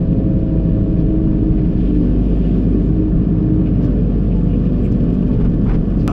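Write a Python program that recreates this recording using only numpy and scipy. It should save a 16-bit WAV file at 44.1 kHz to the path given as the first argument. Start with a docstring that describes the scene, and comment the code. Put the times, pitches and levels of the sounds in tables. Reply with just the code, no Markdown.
"""A four-cylinder diesel drones and sags, heard inside the closed cab of a tracked forestry machine.
Its firing boom, pump whines and clatter are locked to the crankshaft; roar, oil hiss and shudder are shaped noise.
A mulcher grinds nearby, and a grapple of brush crackles, scrapes and crunches faintly through the glass.
At the very end comes a sharp click, then two short ringing bursts and a harsh, wide rasp of noise."""
import sys
import numpy as np
from scipy import signal
from scipy.fft import rfft, irfft, next_fast_len
from scipy.io import wavfile
from scipy.ndimage import uniform_filter1d, minimum_filter1d, map_coordinates

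SR = 44100
rng = np.random.default_rng(int(sys.argv[2]) if len(sys.argv) > 2 else 0)


def materialize(psi):
    """Save the field psi as 16-bit PCM at rate SR to the path in sys.argv[1].

    A 1-D psi becomes a single channel; in a 2-D psi each row is a channel.
    """
    bounded = np.clip(np.atleast_2d(psi).T, -1, 1)
    quanta = np.round(bounded * 32767).astype(np.int16)
    wavfile.write(sys.argv[1], SR, quanta)


N = 269892
TIME = np.arange(N) / SR  # s

# Faint, steady airy hiss in the treble: f/Hz, relative density/dB per Hz
AIR_SPECTRUM = [(3000, -13.5), (6000, -0.5), (8500, -3), (10500, -10), (14000, -27.5)]
AIR_DB = -78

# Machine noise behind the cab walls: f/Hz, relative density/dB per Hz
CAB_WALLS = [(60.0, -4), (90.0, -1.5), (160.0, -1.5), (300.0, -7), (420.0, -18.5), (650.0, -24.5),
             (850.0, -32.5), (1500.0, -35), (2100.0, -43), (3100.0, -43), (3900.0, -46), (5200.0, -49),
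             (6200.0, -59), (11000.0, -78)]
# Narrow rings of window panes and trim: f/Hz, half width/Hz, lift/dB
CAB_RINGS = [(121.6,10.2,5.5), (171.3,15.8,9.5), (201.5,14,7.5), (254.2,2.7,3.5), (293.7,28,5),
             (406.4,28,5), (431.3,17.2,8.5), (489.5,31,5.5), (538,14,6), (687,29,5.5), (980,27,4),
             (1116,45,5.5), (1230,17,3.5), (1305,26,3), (1380,25,4), (1530,31,4), (1750,50,7.5),
             (1995,29,3.5), (2230,35,3), (2420,80,6), (2527,45,5.5), (2660,40,3.5), (2880,44,8),
             (3280,81,2.5), (3520,50,2.5), (4500,83,4), (5070,67,0.5)]
# Where the cab's standing waves mostly cancel: f/Hz, half width/Hz, lift/dB
CAB_NULLS = [(65, 4.1, -5), (231, 8, 0), (350, 7.2, -4), (457.5, 11, -6.5), (553.4, 15, -3.5),
             (850, 18, 0.5)]
# What the panes let through of a scrape: f/Hz, level/dB
GLASS_PASS = [(5000, 1.5), (9000, -0.5), (11500, -7), (14000, -20)]
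# How alike the left and right noise is: f/Hz, correlation
STEREO_LIKENESS = [(500, 1), (1000, 1), (2000, 0.98), (4500, 0.96), (7000, 0.58), (10000, 0.33),
                   (13000, 0.18)]

# The mulcher through the glass, on top of the cab's colour: f/Hz, level/dB
MULCHER_TONE = [(550, -51.5), (850, -3.5), (1040, -2.5), (1160, 0.5), (1350, -5), (2000, -7.5), (4000, -26.5)]
MULCHER_DB, MULCHER_DB_PER_S = -52.5, 0.8  # it grows louder as the cab turns towards it

# Level of the many tiny twig snaps: t/s, level/dB
TWIG_LEVEL = [(0, -76.5), (1.5, -77.5), (1.9, -73.5), (2.8, -71), (3.3, -75.5), (4.2, -69.5), (4.7, -64.5),
              (5.5, -65), (6.12, -63.5)]
# Colour of the tiny snaps: f/Hz, relative density/dB per Hz
TWIG_SPECTRUM = [(900, -18.5), (2600, 4), (3800, -5), (5200, -6), (6400, -12), (8200, -13), (11000, -31),
                 (14000, -45)]
TWIGS_PER_S, TWIG_DECAY_S = 60, 0.003
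BREAK_SPREAD_DB = 2  # how much single breaks differ, in twigs and crunches
# Single sticks that snap: t/s, level/dB
STICK_SNAPS = [(4.6527, -56.5), (4.844, -57), (4.9169, -56), (5.0348, -55), (5.1408, -59), (5.281, -59.5),
               (5.4472, -58), (5.5, -59.5), (5.6431, -54), (5.8538, -63), (5.9785, -57), (6.0304, -57)]
# Colour of a stick's snap: f/Hz, relative density/dB per Hz
SNAP_SPECTRUM = [(1200, -19), (2700, 0.5), (5000, 1), (6800, -4.5), (9000, -10), (14000, -32.5)]
SNAP_DECAY_S = 0.006

# Short scrapes, ticks and rasps: t at the peak/s, length/s, level/dB, centre f/Hz, width/octaves
SCRAPE_EVENTS = [(1.001, 0.022, -57.5, 3590, 0.63), (1.107, 0.0058, -51.5, 2420, 0.64),
                 (1.592, 0.014, -48.5, 1720, 0.94), (1.901, 0.16, -54.5, 2880, 0.6),
                 (2.299, 0.11, -56.5, 2850, 0.4), (2.469, 0.16, -54, 2750, 0.5),
                 (2.865, 0.085, -71, 6970, .3), (3.401, .015, -49.5, 1130, 0.28),
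                 (3.674, 0.021, -52.5, 2500, 0.44), (3.845, 0.025, -56.5, 4600, 0.7),
                 (3.886, 0.034, -44.5, 1190, 0.45), (4.32, 0.018, -51, 2580, 0.36),
                 (4.514, 0.024, -49, 2650, 0.25), (4.546, 0.02, -51.5, 2700, 0.25),
                 (4.66, 0.021, -51.5, 2800, 0.61), (4.859, 0.024, -46.5, 2450, 0.33),
                 (4.854, 0.017, -60.5, 7700, .2), (4.852, 0.019, -65.5, 9620, 0.6),
                 (4.923, .009, -55, 5200, 0.66), (5.141, .014, -64, 6500, 0.59),
                 (5.34, 0.029, -52, 2800, 0.7), (6.012, 0.035, -60, 4700, 0.53)]
SCRAPE_GRAIN_DB = 2.5  # how unevenly a scrape catches and slips
# A dry pivot squeaks: t at the peak/s, length/s, level/dB
PIVOT_SQUEAKS = [(4.368, .011, -73), (4.402, .013, -71), (4.442, 0.012, -66)]

# The brush shifts, slips and lands: t at the peak/s, length/s, level/dB, brightness/dB per octave
CRUNCH_EVENTS = [(3.76, .05, -53.5, 2), (3.844, .025, -48.5, 5.5), (5.413, .015, -41, 1),
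                 (5.453, .015, -41.5, 2.5), (5.666, 0.011, -38.5, -1.5), (5.706, .028, -34.5, -0.7),
                 (5.748, .017, -37.5, 2)]
# Colour of the crunches: f/Hz, relative density/dB per Hz
CRUNCH_SPECTRUM = [(400, -8), (800, 2.5), (1300, -1), (1800, -6.5), (2800, -12.5), (4000, -24),
                   (5200, -26.5), (7000, -38), (9000, -44.5), (14000, -64.5)]
CRACKS_PER_S, CRACK_DECAY_S = 2200, 0.001  # the tiny breaks within a crunch
CRUNCH_GRAIN = 0.55  # share that comes as separate cracks; the rest is the rush of needles

# Short ringing bursts just after the click: t/s, level/dB
RING_BURSTS = [(6.083, -23), (6.0945, -29.5)]
# Ringing modes of a burst: f/Hz, level/dB, t60/s
BURST_RINGS = [(660, -6, .06), (783, -5, .045), (1130, -2, .035), (1293, -1, 0.032), (2500, -8, 0.022)]
CLICK_S, CLICK_DB, CLICK_DECAY_S = 6.078, -7, 0.0009  # start, peak, decay
# Colour of the harsh rasp: f/Hz, relative density/dB per Hz
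RASP_SPECTRUM = [(300, -3.5), (500, -12.5), (680, 5), (900, -6), (1280, 3.5), (1800, -30.5), (2600, -11.5),
                 (4000, -35), (6000, -28), (9000, -43), (14000, -57)]
RASP_DB, RASP_ATTACK_S = -29, 0.0013
LEFT_LEAN_DB = 2  # rasp and ringing bursts: left up, right down

# Shudder of the frame: f/Hz, relative density/dB per Hz
FRAME_SPECTRUM = [(3, -32.5), (13, -13), (18, 0.5), (29, -2.5), (35, 4.5), (44, -1), (52, 0), (75, -51),
                  (200, -120)]
# Level of the shudder: t/s, level/dB
SHUDDER_LEVEL = [(0, -25), (1.2, -22.5), (1.8, -21.5), (2.6, -34), (4.3, -34.5), (4.8, -28), (6.12, -24.5)]
# The arm jolts the frame: t at the peak/s, rise/dB
FRAME_JOLTS = [(3.13, 16.5), (3.5, 0), (5.45, 9), (5.77, 9.5)]
JOLT_S = 0.084  # length of a jolt

# The arm lifts, swings out, lowers and lets go: start t/s, end t/s,
# rises of oil hiss/dB, engine clatter/dB, exhaust boom/dB, oil pressure/dB
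ARM_STROKES = [(1.63, 2.918, 8, 1.5, 4, 2.5), (3.777, 4.603, 5.5, 0.5, 3.5, -1),
               (4.591, 5.39, 7, 1.1, 1, 1.5), (5.372, 6.3, 6, -1, -1, 1.5)]
VALVE_S = 0.14  # time scale of a valve opening or closing
# Oil hiss in the valves: f/Hz, relative density/dB per Hz
VALVE_SPECTRUM = [(1000, -41), (2200, 1.5), (3100, 12), (3900, -5.5), (5100, 1.5), (6200, -8.5),
                  (7100, -5.5), (9000, -19), (12000, -33), (14000, -43.5)]
# Growl of the oil lines: f/Hz, relative density/dB per Hz
HOSE_SPECTRUM = [(230, -29.5), (285, 5), (335, -10), (385, -1), (440, -3.5), (475, -23), (900, -59.5)]
HOSE_DB = -40.5  # at a pressure rise of 1 dB
HISS_DB, CLATTER_DB, EXHAUST_DB = -68, -52.5, -21  # with the arm at rest

# Pump whines: multiple of the crank speed, level/dB, share of the oil pressure rise (0-1)
PUMP_LINES = [(10, -35, .8), (12, -32, 0), (15, -40, .8), (20, -49, 0), (24, -49.7, 0)]
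# A whine swells or dips: multiple of the crank speed, t at the peak/s, length/s, rise/dB
PUMP_SWELLS = [(12, 1.17, 0.13, 6), (12, 1.48, 0.041, 3.5), (12, 1.95, 0.092, 8.5), (12, 1.98, 0.12, 7),
               (12, 3.044, 0.095, 3.5), (12, 3.27, .06, -7.5), (12, 3.62, 0.052, 5), (24, 2.05, .3, -7),
               (24, 3.9, 0.13, 1.5), (24, 4.72, .1, 2)]
# Standing waves that lift a whine gliding through them: f/Hz, half width/Hz, lift/dB
STANDING_WAVES = [(247, 10, 11.3), (313.5, 8, 8), (376, 18, 5.5), (486, 12, 13), (533, 6, 12.5),
                  (594, 14, 11), (638, 6, 10.5)]

# Panel roar and engine clatter, on top of the cab's colour: f/Hz, level/dB
ROAR_TONE = [(30, -41.0), (55, -0.5), (220, -0.5), (320, 0.0), (750, -1), (1100, -18.5), (4000, -50.0)]
CLATTER_TONE = [(700, -30.0), (1500, 0.5), (2200, 4.5), (5000, -0.5), (8000, -2.0), (14000, -26.5)]
ROAR_DB = -16.5  # before its deep part rises or falls
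# Change of the roar's deep part: t/s, level/dB
DEEP_ROAR_LEVEL = [(0, -0.5), (1.6, -1), (2.3, -7.5), (2.9, -1), (3.6, 2.5), (4.4, -2), (5.2, 2),
                   (6.12, -2)]
DEEP_HZ = 135  # where the deep part ends

# Engine speed, sagging under load: t/s, rate/firings per s
FIRING_RATE = [(0,53.5),(1.4,52.85),(1.55,51.9),(1.78,52),(1.9,50),(2.03,49.1),(2.2,50.3),(2.8,50.4),(2.95,52.3),(3.15,51.8),(3.6,52.0),(3.75,50.4),(4.15,48.05),(4.55,48.2),(4.73,48.9),(4.95,48.5),(5.1,50.1),(5.27,50.1),(5.42,47.7),(6.12,47.9)]
# Weaker engine lines: multiple of the crank speed, level/dB
ENGINE_LINES = [(4, -29.5), (5, -30), (6, -36.5), (7, -34), (8, -45), (18, -51), (36, -59.5)]
WANDER_TURNS = 0.002  # scale of the crankshaft's random lead or lag on an even pace

PORT_LAG_S, TOP_HZ = 19e-6, 14200  # microphone: lag of the left port, upper band limit


def amp(db):
    """Decibels to gain."""
    return 10 ** (np.asarray(db) / 20)


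def unit(x):
    """Scale to rms 1."""
    return x / np.sqrt(np.mean(x ** 2) + 1e-20)


def along(points, hz):
    """Read (frequency, value) points on a log frequency axis."""
    f, v = np.transpose(points)
    return np.interp(np.log(hz + 1), np.log(f + 1), v)


def curves(rows):
    """One value per sample for each column after the time."""
    s, *cols = np.transpose(rows)
    return [np.interp(TIME, s, c) for c in cols]


def wobble(rate):
    """A smooth random curve with rate knots a second."""
    knots = rng.standard_normal(int(N * rate / SR) + 4)
    return map_coordinates(knots, [TIME * rate])


def swell(s, length):
    """A bell-shaped envelope around time s."""
    return np.exp(-((TIME - s) / length) ** 2)


def lift_db(resonances, hz):
    """The lift that a set of resonances gives each frequency."""
    return sum(db * np.exp(-((hz - centre) / width) ** 2) for centre, width, db in resonances)


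def filtered(x, response):
    """Apply a response of frequency, with padding against wrap-around."""
    m = next_fast_len(x.shape[-1] + 8192)
    spectrum = rfft(x, m) * response(np.fft.rfftfreq(m, 1 / SR))
    return irfft(spectrum, m)[..., :x.shape[-1]]


def rush(colour_db, size=N, drive=1):
    """Stereo noise of rms 1, pulsed by its drive and then coloured: mono in the bass, diffuse in the treble."""
    def mid_side_response(hz):
        turn = np.arccos(np.clip(along(STEREO_LIKENESS, hz), -1, 1)) / 2
        return amp(colour_db(hz)) * np.array([np.cos(turn), np.sin(turn)])

    mid, side = filtered(drive * rng.standard_normal((2, size)), mid_side_response)
    return unit(np.array([mid + side, mid - side]))


def steadied(x, seconds, share):
    """Take a share of the slow surges out of a noise."""
    power = np.abs(uniform_filter1d(x ** 2, size=int(seconds * SR))) + 1e-9
    return unit(x / power ** (np.clip(share, 0, 1) / 2))


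def crackle(per_s, decay_s):
    """An envelope of sudden, decaying breaks at random times and of random size."""
    sizes = amp(BREAK_SPREAD_DB * np.clip(rng.standard_normal(N), -2, 2))
    breaks = (rng.random(N) < per_s / SR) * sizes
    return signal.lfilter([1], [1, -np.exp(-1 / (decay_s * SR))], breaks)


def cab_db(hz):
    """Colour of the closed cab: muffling walls, ringing panes and trim, and standing-wave nulls."""
    return along(CAB_WALLS, hz) + lift_db(CAB_RINGS, hz) + lift_db(CAB_NULLS, hz)


def airy_hiss():
    """A faint, steady airy hiss of treble noise."""
    return amp(AIR_DB) * rush(lambda hz: along(AIR_SPECTRUM, hz))


def mulcher():
    """The nearby mulcher rasps through the glass: noise with a random, chewing flutter."""
    rasp = rush(lambda hz: cab_db(hz) + along(MULCHER_TONE, hz))
    chewing = amp(0.77 * wobble(30) + 1.1 * wobble(180))
    return amp(MULCHER_DB + MULCHER_DB_PER_S * TIME) * unit(rasp * chewing)


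def twigs():
    """Twigs in the grapple break in many tiny decaying noise bursts; single sticks snap more clearly later on."""
    colour = lambda hz: along(TWIG_SPECTRUM, hz) + lift_db(CAB_RINGS, hz)
    tiny = rush(colour, drive=crackle(TWIGS_PER_S, TWIG_DECAY_S))
    snap_envelope = sum(amp(db) * (TIME > s) * np.exp(-np.abs(TIME - s) / SNAP_DECAY_S)
                        for s, db in STICK_SNAPS)
    sticks = snap_envelope * rush(lambda hz: along(SNAP_SPECTRUM, hz))
    return amp(curves(TWIG_LEVEL)[0]) * tiny + sticks


def scrapes():
    """Branches and fittings catch and slip: short, grainy bands of noise coloured by glass and cab."""
    out = np.zeros((2, N))
    grain = unit(amp(SCRAPE_GRAIN_DB * wobble(300)))
    for s, length, db, centre_hz, octaves in SCRAPE_EVENTS:
        near = np.abs(TIME - s) < 0.25

        def colour(hz):
            distance = np.log2((hz + 1) / centre_hz) / octaves
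            return along(GLASS_PASS, hz) + lift_db(CAB_RINGS, hz) - 24 * np.log(1 + distance ** 2 / 2)

        envelope = amp(db) * (swell(s, length) * grain)[near]
        out[:, near] += envelope * rush(colour, size=near.sum())
    return out


def squeaks(pitch_hz=7420):
    """A dry pivot slips three times: a thin sine squeal with a wavering phase."""
    tone = np.sqrt(2) * np.sin(2 * np.pi * pitch_hz * TIME + 0.83 * wobble(250))
    return tone * sum(amp(db) * swell(s, length) for s, length, db in PIVOT_SQUEAKS)


def crunches():
    """Shifting and falling brush: bursts of dense little breaks in a rush of needles, some brighter than others."""
    out = np.zeros((2, N))
    share = np.clip(CRUNCH_GRAIN, 0, 1)
    cracks = 1 - share + share * unit(crackle(CRACKS_PER_S, CRACK_DECAY_S))
    for s, length, db, tilt_db in CRUNCH_EVENTS:
        near = np.abs(TIME - s) < 0.1
        colour = lambda hz: along(CRUNCH_SPECTRUM, hz) + tilt_db * np.log2(hz + 1)
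        burst = rush(colour, size=near.sum(), drive=cracks[near])
        out[:, near] += amp(db) * swell(s, length)[near] * burst
    return out


def left_lean():
    """Left and right gains of the sounds that lean left."""
    return amp(LEFT_LEAN_DB * np.array([[1], [-1]]))


def ring_bursts():
    """Each burst rings the same few short, hollow modes as decaying sines, leaning left."""
    out = np.zeros(N)
    for s, db in RING_BURSTS:
        age = np.maximum(TIME - s, 0)
        out += sum(amp(db + level - 60 * age / t60) * np.sin(2 * np.pi * hz * age)
                   for hz, level, t60 in BURST_RINGS)
    return out * left_lean()


def click_and_rasp():
    """A one-sided, decaying click, and with it a harsh, wide noise that rasps on to the end."""
    age = np.maximum(TIME - CLICK_S, 0)
    click = amp(CLICK_DB) * (age > 0) * np.exp(-age / CLICK_DECAY_S)
    rasp = unit(filtered(rng.standard_normal((2, N)), lambda hz: amp(along(RASP_SPECTRUM, hz))))
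    rasp = unit(rasp + 0.23 * rasp[::-1])  # some of each side leaks into the other
    attack = 1 - np.exp(-age / RASP_ATTACK_S)
    return click + amp(RASP_DB) * left_lean() * attack * rasp


def shudder():
    """The frame shakes on its mounts with an even, low throb that swells at the jolts."""
    shake = rush(lambda hz: along(FRAME_SPECTRUM, hz))[0]
    level_db = curves(SHUDDER_LEVEL)[0] + sum(db * swell(s, JOLT_S) for s, db in FRAME_JOLTS)
    even = steadied(shake, seconds=0.31, share=0.99)
    return amp(level_db) * filtered(even, lambda hz: 1 / (1 + (hz / 90) ** 8))


def strokes():
    """Rises in dB of hiss, clatter, boom and pressure: each stroke opens a valve, holds it and closes it."""
    opened = lambda s: (1 + np.tanh((TIME - s) / VALVE_S)) / 2
    return sum(np.outer(rises, opened(start) - opened(end)) for start, end, *rises in ARM_STROKES)


def valves(flow_db):
    """Oil hisses through the spools: unsteady noise that rises while the arm moves."""
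    level_db = HISS_DB + flow_db + 0.7 * wobble(3.6) + 0.55 * wobble(25)
    return amp(level_db) * rush(lambda hz: along(VALVE_SPECTRUM, hz))


def hoses(pressure_db):
    """The oil lines growl in proportion to the pressure change and are silent at rest."""
    return amp(HOSE_DB) * pressure_db * rush(lambda hz: along(HOSE_SPECTRUM, hz))


def line(crank, multiple, flutter_db, drift):
    """A sine at one multiple of the crank speed, slightly unsteady in size (dB) and phase (radians)."""
    phase = 2 * np.pi * (multiple * crank + rng.random()) + drift * wobble(12)
    return np.sqrt(2) * np.sin(phase) * amp(flutter_db * wobble(14))


def pumps(crank, crank_hz, pressure_db):
    """Pumps on the crankshaft whine in slow swells; each line grows as it glides through a standing wave."""
    out = np.zeros(N)
    for multiple, db, share in PUMP_LINES:
        swell_db = sum(rise * swell(s, length) for k, s, length, rise in PUMP_SWELLS
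                       if round(k) == multiple)
        level_db = db + share * pressure_db + swell_db + lift_db(STANDING_WAVES, multiple * crank_hz)
        out += amp(level_db) * line(crank, multiple, flutter_db=0.5, drift=0.094)
    return out


def clatter(crank, load_db):
    """Engine clatter in the cab: noise that pulses with each firing and flutters at random."""
    firing = 2 * np.pi * 2 * crank
    noise = rush(lambda hz: cab_db(hz) + along(CLATTER_TONE, hz))
    beat = amp(0.64 * np.cos(firing) + 1.0 * np.cos(2 * firing) + 0.87 * wobble(60))
    return amp(CLATTER_DB + load_db) * unit(noise * beat)


def panel_roar(crank):
    """The cab panels boom: dense noise that throbs with each firing, its deep part rising and falling."""
    throb = amp(2.4 * np.cos(2 * np.pi * 2 * crank))
    noise = rush(lambda hz: cab_db(hz) + along(ROAR_TONE, hz), drive=throb)
    roar = steadied(noise, seconds=0.13, share=0.31)
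    deep = filtered(roar, lambda hz: 1 / (1 + (hz / DEEP_HZ) ** 12))
    return amp(ROAR_DB) * (roar + (amp(curves(DEEP_ROAR_LEVEL)[0]) - 1) * deep)


def engine(crank, load_db):
    """Two firings a turn make the boom, which varies with load; unequal cylinders add weaker lines."""
    boom = amp(EXHAUST_DB + load_db) * line(crank, 2, flutter_db=0.5, drift=0.04)
    weaker = sum(amp(db) * line(crank, round(k), flutter_db=3.0, drift=0.71) for k, db in ENGINE_LINES)
    return boom + weaker


def scene():
    """Engine, pumps, roar and clatter follow the crankshaft, counted in turns; arm strokes set the load rises."""
    crank_hz = curves(FIRING_RATE)[0] / 2  # two firings a turn
    crank = np.cumsum(crank_hz) / SR + WANDER_TURNS * wobble(7)
    flow_db, clatter_db, boom_db, pressure_db = strokes()
    background = airy_hiss() + mulcher() + twigs() + scrapes() + squeaks() + crunches()
    ending = ring_bursts() + click_and_rasp()
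    hydraulics = valves(flow_db) + hoses(pressure_db) + pumps(crank, crank_hz, pressure_db)
    diesel = clatter(crank, clatter_db) + panel_roar(crank) + engine(crank, boom_db)
    return background + ending + shudder() + hydraulics + diesel


def record(dry):
    """A limiter holds the peaks; the microphone's left port hears late, and nothing passes above the band limit."""
    needed = np.minimum(1, amp(-4.1) / (np.abs(dry).max(axis=0) + 1e-9))
    gain = uniform_filter1d(minimum_filter1d(needed, size=900), size=900)  # windows in samples
    fade = np.clip(np.minimum(TIME, TIME[-1] - TIME) / 0.003, 0, 1)  # 3 ms at each end
    ports = lambda hz: np.exp(-2j * np.pi * hz * np.array([[PORT_LAG_S], [0]]))
    return filtered(dry * gain * fade, lambda hz: ports(hz) * (hz < TOP_HZ))


dry = scene()
out = record(dry)
materialize(out)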